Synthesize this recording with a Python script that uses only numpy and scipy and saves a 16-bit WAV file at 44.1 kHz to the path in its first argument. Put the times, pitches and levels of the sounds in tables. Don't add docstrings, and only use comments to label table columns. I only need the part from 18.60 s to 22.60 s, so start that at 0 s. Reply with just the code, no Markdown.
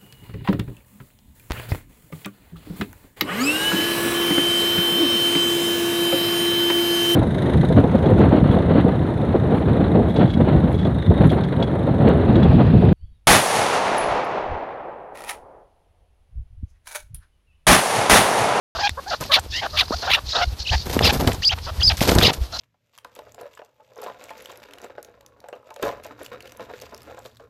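import sys
import numpy as np
from scipy import signal
from scipy.fft import rfft, irfft
from scipy.io import wavfile
from scipy.ndimage import uniform_filter1d

SR = 44100
rng = np.random.default_rng(int(sys.argv[2]) if len(sys.argv) > 2 else 0)


def attenuation_scalar(level_db):
    decades = np.asarray(level_db, float) / 20
    return 10 ** decades


def generate_wav(signal):
    frames = np.transpose(np.atleast_2d(signal))
    scaled = np.clip(frames, -1, 1) * 32767
    pcm = np.round(scaled).astype(np.int16)
    wavfile.write(sys.argv[1], SR, pcm)


N = 176400

# (time [s], level [dB])
GUST_STRENGTH = [(.15, -39), (.32, -45), (.45, -47), (.8, -42), (1.3, -40), (1.751, -42.5), (1.88, -36.5),
                 (2.07, -46.5), (2.128, -29.5), (2.3, -46), (2.45, -22), (2.8, -37.5), (3.148, -37.5),
                 (3.28, -24.5), (3.82, -48), (4.0, -38.5)]
# (frequency [Hz], level [dB per Hz])
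RUMBLE_COLOUR = [(20, -22), (41, -7), (64, 3), (105, -5), (225, -24), (600, -50)]
# (frequency [Hz], level [dB per Hz])
WASH_COLOUR = [(180, 1.5), (800, 2), (2000, -7.5), (4500, -3), (8200, -15), (13800, -12), (15000, -54)]
# (time [s], peak [dB], ringing pitch [Hz])
BUFFETS = [(.3, -24, 72.6), (0.886, -28.5, 67), (1.16, -26, 83), (1.331, -23.5, 64.5), (1.653, -26.5, 55),
           (1.861, -16, 61.4), (1.912, -22.5, 70), (2.099, -13.5, 70), (2.141, -13, 64), (1.989, -25.5, 66),
           (2.423, -10.5, 77), (2.47, -17.5, 70), (2.66, -12.5, 100.7), (2.919, -23, 77), (3.048, -25, 65),
           (3.1, -23, 75), (3.175, -18, 67), (3.261, -12.5, 57), (3.565, -15, 102), (3.77, -23.5, 58),
           (3.8, -13, 59)]
# (start [s], length [s], pitch [Hz])
WHINES = [
    (2.2, .8, 13609),
    (2.39, .26, 10163),
]
# (start [s], length [s], level [dB])
FAR_RASPS = [(0.111, 0.24, -28.5), (0.454, 0.14, -30.5), (0.58, 0.17, -41.5), (0.871, 0.19, -32.5),
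             (1.029, 0.31, -36.5), (1.253, 0.2, -34.5), (1.377, 0.16, -32.5), (1.624, 0.28, -26),
             (1.976, 0.074, -29), (2.012, 0.27, -28.5), (2.813, 0.041, -29.5), (2.993, 0.14, -38.5),
             (3.191, 0.038, -30), (3.804, 0.096, -45.5), (1.862, .1, -43.5), (3.907, 0.084, -32.5),
             (3.972, 0.056, -35)]
# (start [s], feather hiss [dB], air push [dB])
WING_STROKES = [(0.601, -37, -35), (2.253, -40.5, -36), (2.291, -40.5, -34.5), (2.326, -37, -28),
                (2.403, -41.5, -25.5), (2.442, -28.5, -25), (2.524, -32, -27), (2.594, -36.5, -24),
                (2.664, -36.5, -26), (2.713, -51, -71), (3.369, -36.5, -60), (3.408, -26, -22.5),
                (3.472, -28, -21.5), (3.506, -36, -33), (3.547, -43, -23), (3.578, -32, -29),
                (3.62, -32, -21), (3.724, -42, -39)]
# (frequency [Hz], level [dB per Hz])
FEATHER_COLOUR = [(900, -16.5), (4800, -12), (9700, -24), (12700, -13.5), (15000, -36)]
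# (frequency [Hz], level [dB per Hz])
PUSH_COLOUR = [(55, -6.5), (90, -13), (630, -20), (1500, -32.5), (2600, -44)]
# (time [s], peak [dB], centre frequency [Hz])
TICKS = [(0.609, -24.5, 8900), (.795, -21, 6800), (0.861, -32, 406), (1.282, -29.5, 980),
         (2.297, -28, 1470), (2.33, -24, 4970), (2.408, -28, 900), (2.533, -24, 6060), (2.677, -12.5, 1700),
         (2.718, -19, 2500), (2.732, -23, 6940), (2.746, -23.5, 4930), (2.986, -27.5, 2500),
         (3.217, -23.5, 1170), (3.37, -22, 6000), (3.425, -18, 4020), (3.551, -14, 7200),
         (3.612, -11.5, 1520), (3.731, -21.5, 7300), (3.741, -24.5, 6060)]
# (time [s], peak [dB])
SLAPS = [
    (0.293, -11.5),
    (2.391, -4.5),
    (2.609, -24),
    (2.674, -6.5),
    (3.407, -11),
    (3.492, -5),
    (3.585, -3),
]
# (time [s], peak [dB])
KNOCKS = [
    (1.307, -8.5),
    (2.366, -1.5),
    (2.675, -5),
]
# (start [s], length [s], level [dB], first pitch [Hz], last pitch [Hz])
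SQUEAKS = [(0.27, 0.011, -23, 2320, 3900), (1.718, 0.019, -26, 3730, 4200),
           (1.749, 0.022, -21.5, 3620, 3950), (2.428, 0.027, -21.5, 5180, 4720),
           (2.451, 0.04, -20.5, 4960, 4400), (2.819, .012, -34.5, 1770, 2030),
           (3.197, .012, -36.5, 1820, 2090), (3.931, 0.032, -32.5, 4200, 4050)]
# (time [s], pitch [Hz], level [dB])
WHISTLES = [
    [(2.05, 3075, -37), (2.062, 2500, -35), (2.077, 3034, -21.5), (2.081, 4880, -23), (2.09, 2424, -25.5),
     (2.103, 3060, -21), (2.108, 4440, -30)],
    [(2.832, 2670, -27.5), (2.849, 3294, -19.5), (2.851, 5075, -15.5), (2.861, 4500, -16),
     (2.883, 5120, -12.5), (2.892, 4500, -20), (2.894, 2640, -23), (2.906, 3120, -22), (2.912, 3200, -18)],
    [(3.205, 3714, -29), (3.217, 2686, -25.5), (3.229, 3340, -18), (3.232, 5000, -13.5),
     (3.245, 4850, -17.5), (3.268, 5210, -14), (3.281, 4500, -10.5), (3.294, 5000, -14.5),
     (3.303, 2270, -16)],
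    [(3.642, 3190, -19), (3.655, 2723, -13.5), (3.664, 3390, -18), (3.666, 5030, -16.5), (3.675, 4970, -17)],
]
# (start [s], length [s], level [dB], top pitch [Hz], beak resonance [Hz])
SQUAWKS = [
    (0.706, 0.074, -13.5, 2294, 3640),
    (1.158, 0.07, -16, 2313, 3410),
    (1.486, 0.086, -16, 2306, 3080),
    (2.411, 0.089, -19, 2500, 3500),
    (3.598, 0.1, -18, 2272, 3830),
]
# (frequency [Hz], width [Hz], level [dB])
THROAT = [
    (800, 845, 1.5),
    (1500, 1640, -4.5),
    (2510, 2570, -4),
    (3900, 4700, -16),
]
# (start [s], length [s], level [dB], first pitch [Hz], last pitch [Hz])
CLUCKS = [
    (.218, 0.062, -20, 800, 819),
    (1.805, 0.041, -21, 695, 692),
]
CROAKS = [(.135, 0.041, -28.5, 593, 564), (.175, 0.055, -25.5, 558, 917), (.6, 0.037, -35, 646, 505),
          (3.055, 0.054, -33, 612, 613), (2.97, 0.023, -38, 501, 524),
          (3.915, 0.066, -36.5, 602, 638),(.5, 0.052, -23.5, 746, 602), (.755, 0.04, -22.5, 747, 601),
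          (1.005, 0.068, -26, 1000, 539), (1.205, 0.031, -30.5, 680, 617), (1.415, 0.048, -30, 621, 800),
          (1.46, 0.054, -23, 583, 767.5), (1.555, 0.041, -28.5, 659, 620), (1.72, 0.11, -24, 630, 677),
          (2.108, 0.051, -23, 730, 998)]
MURMURS = [
    (.368, 0.033, -28.5, 473, 596),
    (.455, 0.047, -31.5, 727, 900),
    (.69, 0.047, -24, 574, 601),
    (1.125, 0.046, -32, 593, 630),
    (1.312, .038, -24, 404, 800),
]
CAWS = [
    (2.484, 0.0287, -19, 810, 789),
    (2.906, 0.0356, -26, 800, 760),
    (3.293, 0.032, -24.5, 877, 683),
    (3.676, 0.035, -22, 800, 728),
]
CREAKS = [
    (.912, 0.1, -29, 809, 1096),
]

LUMP_S, LUMPS_DB, SHIMMER_DB = .025, 3.0, 2.0
WASH_DB, WASH_FOLLOWS = -39.5, 0.39
BUFFET_RISE_S, BUFFET_FADE_S = 0.0177, 0.018
ECHO_DB, ECHO_T60_S = -19, .05
RASP_HZ, RASP_WIDTH_HZ, RASP_FLUTTER_DB, RASP_VOICE = 4500, 2290, 6, .75
STROKE_RISE_S, HISS_FADE_S, PUSH_FADE_S, CRACKLE_DB = 0.011, 0.032, 0.044, 3.5
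TICK_S, TICK_WIDTH = .0035, .9
CRACK_S, CRACK_HZ, THUMP_HZ, THUMP_S, THUMP_DB = 0.0012, 2500, 278, 0.0023, -18.5
SQUEAK_ROUGH = .03
WHISTLE_AIR_DB, OCTAVE_DB, JUMP_DIP_DB = -13, -19, 11
SQUAWK_AIR_DB, SQUAWK_LOW, SQUAWK_JITTER, SQUAWK_WOBBLE, BEAK_WIDTH_HZ = -7, .72, .05, .12, 2300
CLEAN, HUSKY, WIDE_OPEN, HOARSE = .11, .17, .34, .44
SHUT_TOP_HZ, VOICE_TOP_HZ = 1530, 7020
WHINE_DB, EDGE_HZ, START_S = -57, 15200, .15


def evened(x):
    return x / np.sqrt(np.mean(x ** 2) + 1e-20)


def add(mix, s, sound):
    part = mix[round(s * SR):][:len(sound)]
    part += sound[:len(part)]


def resonate(x, hz, width):
    turn = np.exp(2j * np.pi * np.cumsum(hz * np.ones(len(x))) / SR)
    r = np.exp(-np.pi * width / SR)
    return 2 * (turn * signal.lfilter([1 - r], [1, -r], x / turn)).real


def resonate_twice(x, hz, width):
    return resonate(resonate(x, hz, width), hz, width)


def dulled(x, top_hz, order):
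    return signal.sosfilt(signal.butter(order, top_hz, fs=SR, output="sos"), x)


def coloured(points):
    f, level = np.transpose(points)
    shape = np.interp(np.log(np.fft.rfftfreq(N, 1 / SR) + 1), np.log(f), level, -90, -90)
    return evened(irfft(rfft(rng.standard_normal(N)) * attenuation_scalar(shape), N))


def wobble(seconds):
    width = max(round(seconds * SR), 2)
    return evened(uniform_filter1d(uniform_filter1d(rng.standard_normal(N), width), width))


def swell(length, rise, fall):
    u = np.arange(round(length * SR)) / (length * SR)
    ramp = np.clip(np.minimum(u / rise, (1 - u) / fall), 0, 1)
    return u, np.sin(np.pi / 2 * ramp) ** 2


def cut(x, s, u):
    return np.resize(x[round(s * SR):], len(u))


def wind():
    gust_db = np.interp(np.arange(N) / SR, *np.transpose(GUST_STRENGTH))
    rumble = attenuation_scalar(gust_db + LUMPS_DB * wobble(LUMP_S)) * coloured(RUMBLE_COLOUR)
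    wash_db = WASH_DB + WASH_FOLLOWS * (gust_db + 24.0) + SHIMMER_DB * wobble(LUMP_S)
    return rumble + attenuation_scalar(wash_db) * coloured(WASH_COLOUR)


def buffets():
    out, t = np.zeros(N), np.arange(SR // 6) / SR
    after_peak = t - BUFFET_RISE_S
    env = np.minimum(t / BUFFET_RISE_S, 1) ** 2 * np.exp(-np.maximum(after_peak, 0) / BUFFET_FADE_S)
    for s, db, hz in BUFFETS:
        add(out, s, attenuation_scalar(db) * env * np.cos(2 * np.pi * hz * after_peak))
    return out


def whines():
    out = np.zeros(N)
    for s, length, hz in WHINES:
        u, env = swell(length, 0.06, 0.046)
        add(out, s, attenuation_scalar(WHINE_DB) * env * np.sin(2 * np.pi * hz * u * length))
    return out


def slope(x):
    t = np.arange(SR // 8) / SR
    signs = rng.choice([-1., 1.], len(t))
    present = rng.random(len(t)) < .05
    taps = signs * present * attenuation_scalar(-60 * t / ECHO_T60_S) * (t > .003)
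    return signal.fftconvolve(x, taps / np.linalg.norm(taps))[:N]


def rasps():
    out, air, slow, flutter = np.zeros(N), rng.standard_normal(N), wobble(0.016), wobble(0.0085)
    for s, length, db in FAR_RASPS:
        u, env = swell(length, 0.53, 0.66)
        hz = RASP_HZ * (1 + .11 * cut(slow, s, u))
        wide = evened(resonate_twice(cut(air, s, u), RASP_HZ, RASP_WIDTH_HZ))
        narrow = evened(resonate_twice(cut(air, s + 0.27, u), hz, 240))
        level = attenuation_scalar(db + RASP_FLUTTER_DB * cut(flutter, s, u) / 2)
        add(out, s, env * level * evened(wide + RASP_VOICE * narrow))
    return out


def wings():
    out, t = np.zeros(N), np.arange(SR // 8) / SR
    rustle = coloured(FEATHER_COLOUR[:3]) * attenuation_scalar(CRACKLE_DB * wobble(0.0028))
    fizz = coloured(FEATHER_COLOUR[2:]) * attenuation_scalar(CRACKLE_DB * wobble(0.0028))
    hiss = rustle + attenuation_scalar(-7.5) * fizz
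    push = coloured(PUSH_COLOUR) * attenuation_scalar(3.9 * wobble(0.0029))
    rise = np.minimum(t / STROKE_RISE_S, 1)
    for s, hiss_db, push_db in WING_STROKES:
        feathers = attenuation_scalar(hiss_db) * np.exp(-t / HISS_FADE_S) * cut(hiss, s, t)
        pushed_air = attenuation_scalar(push_db) * np.exp(-t / PUSH_FADE_S) * cut(push, s, t)
        add(out, s, 2 * rise * (feathers + pushed_air))
    return out


def ticks():
    out, t = np.zeros(N), np.arange(600) / SR
    for s, db, hz in TICKS:
        burst = rng.standard_normal(len(t)) * np.exp(-t / TICK_S)
        snap = resonate_twice(burst, hz, hz * TICK_WIDTH)
        add(out, s, attenuation_scalar(db) * snap / abs(snap).max())
    return out


def slaps():
    out, t = np.zeros(N), np.arange(800) / SR
    thump = np.sin(2 * np.pi * THUMP_HZ * t) * np.exp(-t / THUMP_S)
    for s, db in SLAPS:
        burst = rng.standard_normal(len(t)) * np.exp(-t / CRACK_S) * np.minimum(t / 0.0011, 1)
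        crack = resonate_twice(burst, CRACK_HZ, 3400)
        add(out, s, attenuation_scalar(db) * (crack / abs(crack).max() + attenuation_scalar(THUMP_DB) * thump))
    return out


def knocks():
    out, t = np.zeros(N), np.arange(800) / SR
    env = np.exp(-t / 0.0027) * np.minimum(t / 0.0009, 1) ** 2
    falling = np.sin(2 * np.pi * 30 * np.sqrt(t))
    for s, db in KNOCKS:
        add(out, s, -attenuation_scalar(db) * falling * env)
    return out


def squeaks():
    out, jitter = np.zeros(N), wobble(0.00071)
    for s, length, db, hz0, hz1 in SQUEAKS:
        u, env = swell(length, 0.34, 0.18)
        hz = (hz0 + (hz1 - hz0) * u ** 2) * (1 + SQUEAK_ROUGH * cut(jitter, s, u))
        level = attenuation_scalar(db + 1.5 + 4 * cut(jitter, s + 0.029, u))
        add(out, s, level * env * np.sin(2 * np.pi * np.cumsum(hz) / SR))
    return out


def whistles():
    out, air, slow = np.zeros(N), rng.standard_normal(N), wobble(0.0032)
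    for rows in WHISTLES:
        times, pitches, levels = np.transpose(rows)
        start, length = times[0], times[-1] - times[0]
        u, env = swell(length, 0.0086, 0.0088)
        t = start + u * length
        path = np.interp(t, times, pitches)
        hz = uniform_filter1d(path, size=60) * (1 + 0.008 * cut(slow, start, u))
        phase = 2 * np.pi * np.cumsum(hz) / SR
        octave = attenuation_scalar(OCTAVE_DB) * (hz < 3500) * np.sin(2 * phase)
        breath = evened(resonate_twice(cut(air, start, u), hz, 1100))
        tone = np.sqrt(2) * (np.sin(phase) + octave) + attenuation_scalar(WHISTLE_AIR_DB) * breath
        dip_db = JUMP_DIP_DB * np.tanh(abs(np.gradient(path)) / 10)
        level_db = np.interp(t, times, levels) - dip_db + 0.94 * cut(slow, start + 0.37, u)
        add(out, start, env * attenuation_scalar(level_db) * tone)
    return out


def squawks():
    out, jitter, slow, air = np.zeros(N), wobble(0.00073), wobble(0.00343), rng.standard_normal(N)
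    for s, length, db, top_hz, beak_hz in SQUAWKS:
        u, env = swell(length, .4, .3)
        arch = SQUAWK_LOW + (1 - SQUAWK_LOW) * np.sin(np.pi * u ** 1.3) ** 2
        unsteady = 1 + SQUAWK_JITTER * cut(jitter, s, u) + SQUAWK_WOBBLE * cut(slow, s, u)
        turns = np.cumsum(top_hz * arch * unsteady) / SR
        partials = [(.5, 0.68), (1, 0.74), (1.5, 0.39), (2, 0.52)]
        folds = sum(g * np.cos(2 * np.pi * k * turns) for k, g in partials)
        breath = cut(air, s, u)
        drive = evened(folds) + attenuation_scalar(SQUAWK_AIR_DB) * 2 * breath
        voice = dulled(resonate_twice(drive, beak_hz, BEAK_WIDTH_HZ), VOICE_TOP_HZ, 8)
        hiss = resonate(resonate(breath, 14500, 1700), 9700, 1700)
        voice = evened(voice) + attenuation_scalar(-24) * evened(hiss)
        add(out, s, attenuation_scalar(db + 2.3 * cut(slow, s + 0.0552, u)) * env * evened(voice))
    return out


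def clucks(notes, rough, open_db, stretch=1, count=4, mouth_db=-40):
    out, jitter, slow, air = np.zeros(N), wobble(0.0013), wobble(0.0062), rng.standard_normal(N)
    for s, length, db, hz0, hz1 in notes:
        u, env = swell(length, .4, .13)
        glide = hz0 + (hz1 - hz0) * u
        hz = glide * (1 + rough * (0.356 * cut(jitter, s, u) + 0.1535 * cut(slow, s, u)))
        turns = np.cumsum(hz) / SR
        folds = sum(np.cos(2 * np.pi * k * turns) for k in range(1, 10))
        breath = (0.3 + np.exp(-(turns % 1) / 0.23)) * cut(air, s, u)
        drive = (1 - rough) * evened(folds) + rough * evened(breath)
        voice = np.zeros(len(u))
        for k, (f, width, gain_db) in enumerate(THROAT[:count]):
            opening = (-np.sqrt(env)) ** k * attenuation_scalar(gain_db + open_db * k)
            voice += opening * resonate_twice(drive, f * stretch, width)
        mouth = resonate_twice(drive, 2 * glide, 900)
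        voice = evened(voice) + attenuation_scalar(mouth_db) * evened(mouth)
        add(out, s, attenuation_scalar(db + 2.7 * rough * cut(slow, s + 0.024, u)) * env * evened(voice))
    return out


def scene():
    shut = dulled(clucks(MURMURS, HUSKY, 0, count=1, mouth_db=-2), SHUT_TOP_HZ, 6)
    low = clucks(CLUCKS, CLEAN, 0) + clucks(CAWS, WIDE_OPEN, 2.86)
    low += clucks(CROAKS, HOARSE, -2.5, count=3, mouth_db=-1.5)
    low += clucks(CREAKS, CLEAN, 10.0, stretch=2.0, count=2)
    voices = shut + dulled(low + rasps(), VOICE_TOP_HZ, 8) + squawks() + whistles() + squeaks()
    birds = voices + wings() + slaps() + knocks() + ticks()
    return (birds + attenuation_scalar(ECHO_DB) * slope(birds) + wind() + buffets())[None]


def top_cut(x):
    return signal.sosfilt(signal.butter(12, 16610, fs=SR, output="sos"), x)


def record(dry):
    limited = np.tanh((dry + whines()) / 0.83)
    started = limited * (np.arange(N) >= START_S * SR)
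    mix = dulled(started, EDGE_HZ, 10)
    return top_cut(mix)


dry = scene()
out = record(dry)
generate_wav(out)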